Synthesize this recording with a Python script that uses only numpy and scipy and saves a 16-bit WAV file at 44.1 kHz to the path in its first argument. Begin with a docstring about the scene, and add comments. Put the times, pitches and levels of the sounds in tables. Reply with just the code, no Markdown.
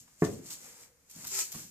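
"""A sheep with its head in a feed tub shoves it against a broom on the concrete floor of a barn pen.
A hoof scuffs, then the tub drops with a hollow thud that leaves the pen booming. The tub scrapes forward
through dry, rustling straw, its wall singing faintly. After a lull, stalks snap, the broom's bristles
sweep once across the floor and the tub bumps softly on its rim.
Throughout, the wooden pen adds a short, dark ring."""
import sys
import numpy as np
from scipy import signal
from scipy.fft import rfft, irfft
from scipy.io import wavfile
from scipy.ndimage import map_coordinates

SR = 44100
rng = np.random.default_rng(int(sys.argv[2]) if len(sys.argv) > 2 else 0)


def dump_mix(stems):
    """Bounce the given channels to the path in sys.argv[1] as a 16-bit WAV at rate SR."""
    frames = np.atleast_2d(stems).T  # one column per channel
    limited = np.clip(frames, -1, 1)  # hard clip at full scale
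    pcm = np.round(limited * 32767).astype(np.int16)
    wavfile.write(sys.argv[1], SR, pcm)


N = 74970
TIME_S = np.arange(N) / SR
BINS_HZ = np.arange(N + 1) * SR / (2 * N)  # spectrum padded to twice the length


def undb(db):
    """Decibels to gain."""
    return 10 ** (np.asarray(db) / 20)


def unit(x):
    """Scale to rms 1."""
    return x / np.sqrt(np.mean(x ** 2))


def curve(points):
    """Draw (hz, value) points across the spectrum on a log-frequency axis."""
    hz, value = np.array(points, float).T
    return np.interp(np.log(np.maximum(BINS_HZ, 1)), np.log(hz), value)


def colour(x, eq):
    """Minimum-phase EQ through (freq_hz, gain_db) points; keeps the power of white noise."""
    cepstrum = irfft(np.log(unit(undb(curve(eq)))))
    cepstrum[1:N] *= 2
    cepstrum[N + 1:] = 0
    return irfft(rfft(x, 2 * N) * np.exp(rfft(cepstrum)))[..., :N]


def low_cut(x, hz):
    """Roll off the bass at 12 dB per octave."""
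    return signal.sosfilt(signal.butter(2, hz, "high", fs=SR, output="sos"), x)


def envelope(points):
    """Fader ride through (time_s, level_db) points."""
    time_s, level_db = np.array(points, float).T
    return undb(np.interp(TIME_S, time_s, level_db))


def fade(start_s, t60_s):
    """Exponential decay from a start time."""
    age = TIME_S - start_s
    return (age >= 0) * np.exp(-np.log(1000) * np.maximum(age, 0) / t60_s)


def swells(rows, attack_s):
    """Envelope of soft-edged (start_s, level_db, t60_s) bursts."""
    return sum(undb(db) * fade(start, t60) * np.clip((TIME_S - start) / attack_s, 0, 1)
               for start, db, t60 in rows)


def grains(per_s, scatter_db):
    """Tiny clicks of uneven size: one stream in the centre, plus one for each side."""
    size = undb(scatter_db * np.minimum(rng.exponential(size=(3, N)), 4))
    clicks = (rng.random((3, N)) < per_s / SR) * size * rng.choice([-1, 1], (3, N))
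    return unit(clicks[0] + clicks[1:])


def resonant(peaks):
    """Noise ringing in (pitch_hz, half_width_hz, gain_db) resonances, rms 1."""
    shape = sum(undb(db) / (1 + ((BINS_HZ - hz) / width) ** 2) for hz, width, db in peaks)
    return unit(irfft(rfft(rng.standard_normal(2 * N)) * shape))[:N]


def diffuse(wide_above_hz=550):
    """Noise from all sides: mono in the bass, wide in the treble."""
    mid, side = rfft(rng.standard_normal((2, N)), 2 * N)
    width = BINS_HZ / np.hypot(BINS_HZ, wide_above_hz)
    left_right = mid + np.array([[1], [-1]]) * width * side
    return irfft(left_right / np.sqrt(1 + width ** 2))[:, :N]


# Room tone, a low rumble with a little hiss: freq_hz, gain_db
AIR_EQ = [(25, -9), (60, -1), (150, -4), (450, -16.5), (1000, -18.5), (3500, -23), (7000, -11.5),
          (10000, -18.5), (14000, -20)]


def air(level_db=-68.5):
    """A steady bed of quiet barn air."""
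    return undb(level_db) * colour(diffuse(), AIR_EQ)


# Reverb bands of the wooden pen: centre_hz, level_db, t60_s
PEN_BANDS = [(80, -19, .55), (170, -17, .5), (350, -15, .45), (700, -8, .27), (1500, -4, .16),
             (3000, -5, .15), (7000, -7, .14), (14000, -7, .11)]


def pen_ring(sound, predelay_s=.012):
    """Reflections from boards and floor; the lows ring longest."""
    spectrum = rfft(diffuse(), 2 * N)
    response = 0
    for centre_hz, db, t60 in PEN_BANDS:
        band = curve([(hz, hz == centre_hz) for hz, _, _ in PEN_BANDS])
        tail = fade(predelay_s, t60)
        response += undb(db) * irfft(spectrum * band)[:, :N] * tail / np.linalg.norm(tail)
    return signal.fftconvolve(sound[None], response, axes=1)[:, :N]


# Dark body of the pen's boom: freq_hz, gain_db
BOOM_EQ = [(35, -25.5), (80, -6), (150, 0), (350, -1), (480, -4.5), (700, -19.5), (1100, -25.5),
           (4000, -39)]


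def pen_boom(start_s=.24, level_db=-32, t60_s=.55):
    """The pen's dense low resonances bloom after the thud."""
    bloom = swells([(start_s, level_db, t60_s)], attack_s=.03)
    return colour(diffuse() * bloom, BOOM_EQ)


# Hoof scuffs: start_s, level_db, t60_s
SCUFF_CUES = [(0.075, -51, 0.04), (.505, -55, 0.17), (.64, -55.5, 0.098), (1.239, -49, 0.15),
              (1.539, -47.5, 0.14)]
# Their midrange grit: freq_hz, gain_db
SCUFF_EQ = [(100, -22), (400, -33.5), (700, -1.5), (1100, 1), (1600, -6), (3000, -8), (8000, -26)]


def hooves():
    """Hooves graze the concrete in short gritty scuffs."""
    scuffs = swells(SCUFF_CUES, attack_s=.008)
    return colour(scuffs * grains(per_s=9600, scatter_db=5), SCUFF_EQ)


# Straw being pushed: time_s, level_db
RUSTLE_FADER = [(0, -52), (.05, -66.5), (.18, -66), (.22, -49.5), (.255, -50), (.29, -52.5), (.34, -53),
                (.42, -63), (.468, -47.5), (.498, -48), (.53, -40.5), (.562, -53), (.61, -53), (.66, -50.5),
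                (.75, -57), (.83, -53), (.92, -77), (.98, -87), (1.088, -66.5), (1.105, -55.5), (1.23, -48),
                (1.28, -45.5), (1.4, -35.5), (1.505, -50.5), (1.555, -43.5), (1.61, -46.5), (1.7, -58)]
# Its dry sizzle: freq_hz, gain_db
RUSTLE_EQ = [(1470, -43), (2500, -12.5), (3720, -13.5), (4570, -8.5), (6090, -4), (7210, 0.5), (8170, -4),
             (9530, -12), (12000, -11.5), (13700, -6), (14500, -43.5)]


def straw_rustle():
    """Dry stalks crackle against each other."""
    crackle = grains(per_s=14000, scatter_db=6) * envelope(RUSTLE_FADER)
    return low_cut(colour(crackle, RUSTLE_EQ), hz=2040)


# Breaking stalks: start_s, level_db, t60_s, crispness (0 thick to 1 thin)
SNAP_CUES = [(.241, -39, .04, .02), (.248, -36, .05, .02), (.504, -39, .11, .35), (1.098, -49, .07, .9),
             (1.111, -47, .03, .9), (1.161, -43, .015, .7), (1.244, -43, .03, .4), (1.250, -38, .015, .5),
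             (1.270, -32.5, .035, .95), (1.278, -36, .022, .85), (1.344, -31, .02, .6),
             (1.350, -30, .018, .4), (1.390, -27, .028, .25), (1.519, -38, .04, .85),
             (1.5255, -35, .015, .7)]
# Bright snap of thin stalks: freq_hz, gain_db
THIN_EQ = [(150, -45), (600, -24), (3000, -19), (5000, -10), (7300, 1), (9800, -14), (12000, -5),
           (14000, -1), (16000, -16)]
# Duller crunch of thick stalks: freq_hz, gain_db
THICK_EQ = [(150, -40), (600, -16), (2000, -10), (3500, -5), (6200, 0), (8000, -2), (10000, -14),
            (14500, -14)]


def straw_snaps():
    """Each break is a burst of clicks, a blend of thin stalks snapping and thick ones being crushed."""
    thin = sum(undb(db) * fade(start, t60) * np.sqrt(crisp) for start, db, t60, crisp in SNAP_CUES)
    thick = sum(undb(db) * fade(start, t60) * np.sqrt(1 - crisp) for start, db, t60, crisp in SNAP_CUES)
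    return sum(colour(bursts * grains(per_s=15000, scatter_db=3), eq)
               for bursts, eq in [(thin, THIN_EQ), (thick, THICK_EQ)])


# The broom's stroke: time_s, level_db
SWEEP_FADER = [(1.28, -74), (1.32, -38.5), (1.365, -35), (1.415, -30.5), (1.45, -52.5), (1.5, -60.5)]
# Hiss of the bristles: freq_hz, gain_db
BRISTLE_EQ = [(150, -45), (280, -22), (600, -40), (1100, -29.5), (1800, -12), (2600, -11), (3400, -21.5),
              (4800, -7), (6000, -4), (7300, 3), (8400, -7), (9900, -26), (11500, -17.5), (13800, -19),
              (15000, -21)]
# Resonances of the broom head at mid-stroke: pitch_hz, half_width_hz, gain_db
RASP_PEAKS = [(380, 14, 0), (510, 12, -3), (685, 18, -8), (825, 18, -3), (1020, 28, -3), (1320, 60, -6)]


def broom(rasp_db=-19, glide_octaves_per_s=-.8):
    """Bristles flick over the concrete; the broom head rasps, falling in pitch as it is dragged."""
    gate = (TIME_S > SWEEP_FADER[0][0]) * (TIME_S < SWEEP_FADER[-1][0])
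    stroke = envelope(SWEEP_FADER) * gate
    hiss = colour(grains(per_s=4500, scatter_db=1.5) * stroke, BRISTLE_EQ)
    middle_s = np.average(TIME_S, weights=stroke)
    pitch_ratio = 2 ** (glide_octaves_per_s * (TIME_S - middle_s))
    rasp = map_coordinates(resonant(RASP_PEAKS), [np.cumsum(pitch_ratio)], order=1, mode="mirror")
    return hiss + undb(rasp_db) * stroke * rasp


# The tub scraping over concrete: time_s, level_db
SCRAPE_FADER = [(0, -74.5), (.42, -66.5), (.47, -59.5), (.6, -63.5), (.66, -57.5), (.74, -62.5),
                (.83, -61.5), (.93, -76), (1.08, -74.5), (1.2, -57.5), (1.3, -62), (1.5, -63.5), (1.6, -57),
                (1.7, -74)]
# Coarse body of the scrape: freq_hz, gain_db
SCRAPE_EQ = [(50, -18), (110, 4), (200, 3), (360, 0), (490, 0), (620, -1.5), (1200, -3), (1700, -2),
             (2200, -0.5), (3100, -13.5), (6000, -15)]
# Faint tone of the dragged tub: time_s, level_db
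SING_FADER = [(.5, -100), (.66, -66), (.82, -74.5), (.95, -75), (1.08, -84.5), (1.15, -100)]
# The wall resonance that sings: pitch_hz, half_width_hz, gain_db
SING_PEAK = [(491, 37, 0)]


def tub_slide():
    """Grit catches under the sliding tub, whose wall sings faintly."""
    grit = grains(per_s=2400, scatter_db=-1.5) * envelope(SCRAPE_FADER)
    return colour(grit, SCRAPE_EQ) + envelope(SING_FADER) * resonant(SING_PEAK)


# Soft bumps of the tub rocking on its rim: start_s, level_db, t60_s
ROCK_CUES = [(0, -58.5, 0.28), (1.145, -51, 0.5), (1.225, -56, 0.44), (1.534, -41, 0.31), (1.62, -65, 0.62)]
# Their hollow rumble: freq_hz, gain_db
ROCK_EQ = [(30, -22), (70, -11), (120, -4), (165, 0), (205, -3), (290, -9), (450, -22), (1000, -45),
           (4000, -70)]


def tub_rocking():
    """The rim rolls over the uneven floor and stirs the tub's low resonance."""
    return colour(rng.standard_normal(N) * swells(ROCK_CUES, attack_s=.022), ROCK_EQ)


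# Ringing modes of the tub: pitch_hz, gain_db, t60_s
THUD_MODES = [(109.5, -8.5, 0.21), (163.4, 4, 0.094), (177, -10, 0.18), (270, 1.5, 0.11), (343.2, 0.5, .16),
              (374, -13.5, 0.13), (430, -2.5, 0.17), (568, -15.5, .12), (668, -13.5, 0.2),
              (689.4, -15, 0.16), (732, -16.5, 0.066), (885, -13.5, 0.07), (990, -13, 0.065),
              (1122, -14, 0.1), (1370, -20, .1), (1780, -9.5, .08), (1770, -19, 0.073), (2110, -19.5, 0.22)]
# Knock of its dense wall modes: freq_hz, gain_db
KNOCK_EQ = [(40, -37), (90, -3.5), (190, -0.5), (420, -1.5), (600, -17), (950, -8.5), (1300, -12.5),
            (1900, -12), (2700, -27), (6000, -46.5), (15000, -54.5)]
# The landing and two small rebounds: start_s, level_db, contact_ms
THUD_CUES = [(.2195, -21.5, 0.16), (0.2316, -34, 0.15), (.2385, -39.5, .3)]


def tub_thud(spread_s=.00294, spread_scatter_s=.00028, knock_db=-3):
    """The tub lands and chatters; each blow spreads over its walls, which radiate little deep bass."""
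    lags_s = spread_s + spread_scatter_s * rng.standard_normal(len(THUD_MODES))
    ring = sum(undb(db) * np.cos(2 * np.pi * hz * (TIME_S - lag)) * fade(0, t60)
               for (hz, db, t60), lag in zip(THUD_MODES, lags_s))
    knock = colour(rng.standard_normal(N) * fade(0, t60_s=.11), KNOCK_EQ)
    walls = (ring + undb(knock_db) * knock) * np.minimum(TIME_S / spread_s, 1)
    force = np.zeros(N)
    for start_s, db, contact_ms in THUD_CUES:
        rise_s = contact_ms / 1000 / 2
        age = np.maximum(TIME_S - start_s, 0) / rise_s
        push = age ** 2 * np.exp(-2 * age)
        force += undb(db) * push / push.sum()
    return low_cut(signal.fftconvolve(force, walls)[:N], hz=90)


def scene():
    """The action reaches the left side slightly late, over the pen's ring, its boom and quiet air."""
    tub = tub_thud() + tub_rocking()
    left, right = tub + hooves() + straw_rustle() + straw_snaps() + tub_slide() + broom()
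    lag_s = .00012 - .00002 * TIME_S  # the image drifts towards the middle
    late_left = map_coordinates(left, [(TIME_S - lag_s) * SR], order=5)
    return np.array([late_left, right]) + pen_ring((left + right) / 2) + pen_boom() + air()


# Tonal balance of the microphone pair: freq_hz, left_minus_right_db
BALANCE_EQ = [(60, 2.5), (200, 0), (500, -0.5), (2000, 2.5), (5000, 4.5), (7500, 1.5), (10000, -2),
              (14000, -6)]


def record(dry):
    """The two microphones differ in colour; the top is cut steeply."""
    lean_db = curve(BALANCE_EQ) / 2
    heard = irfft(rfft(dry, 2 * N) * undb([lean_db, -lean_db]))[:, :N]
    top_hz = 14700
    return signal.sosfilt(signal.ellip(10, .2, 80, top_hz, fs=SR, output="sos"), heard)


dry = scene()
out = record(dry)
dump_mix(out)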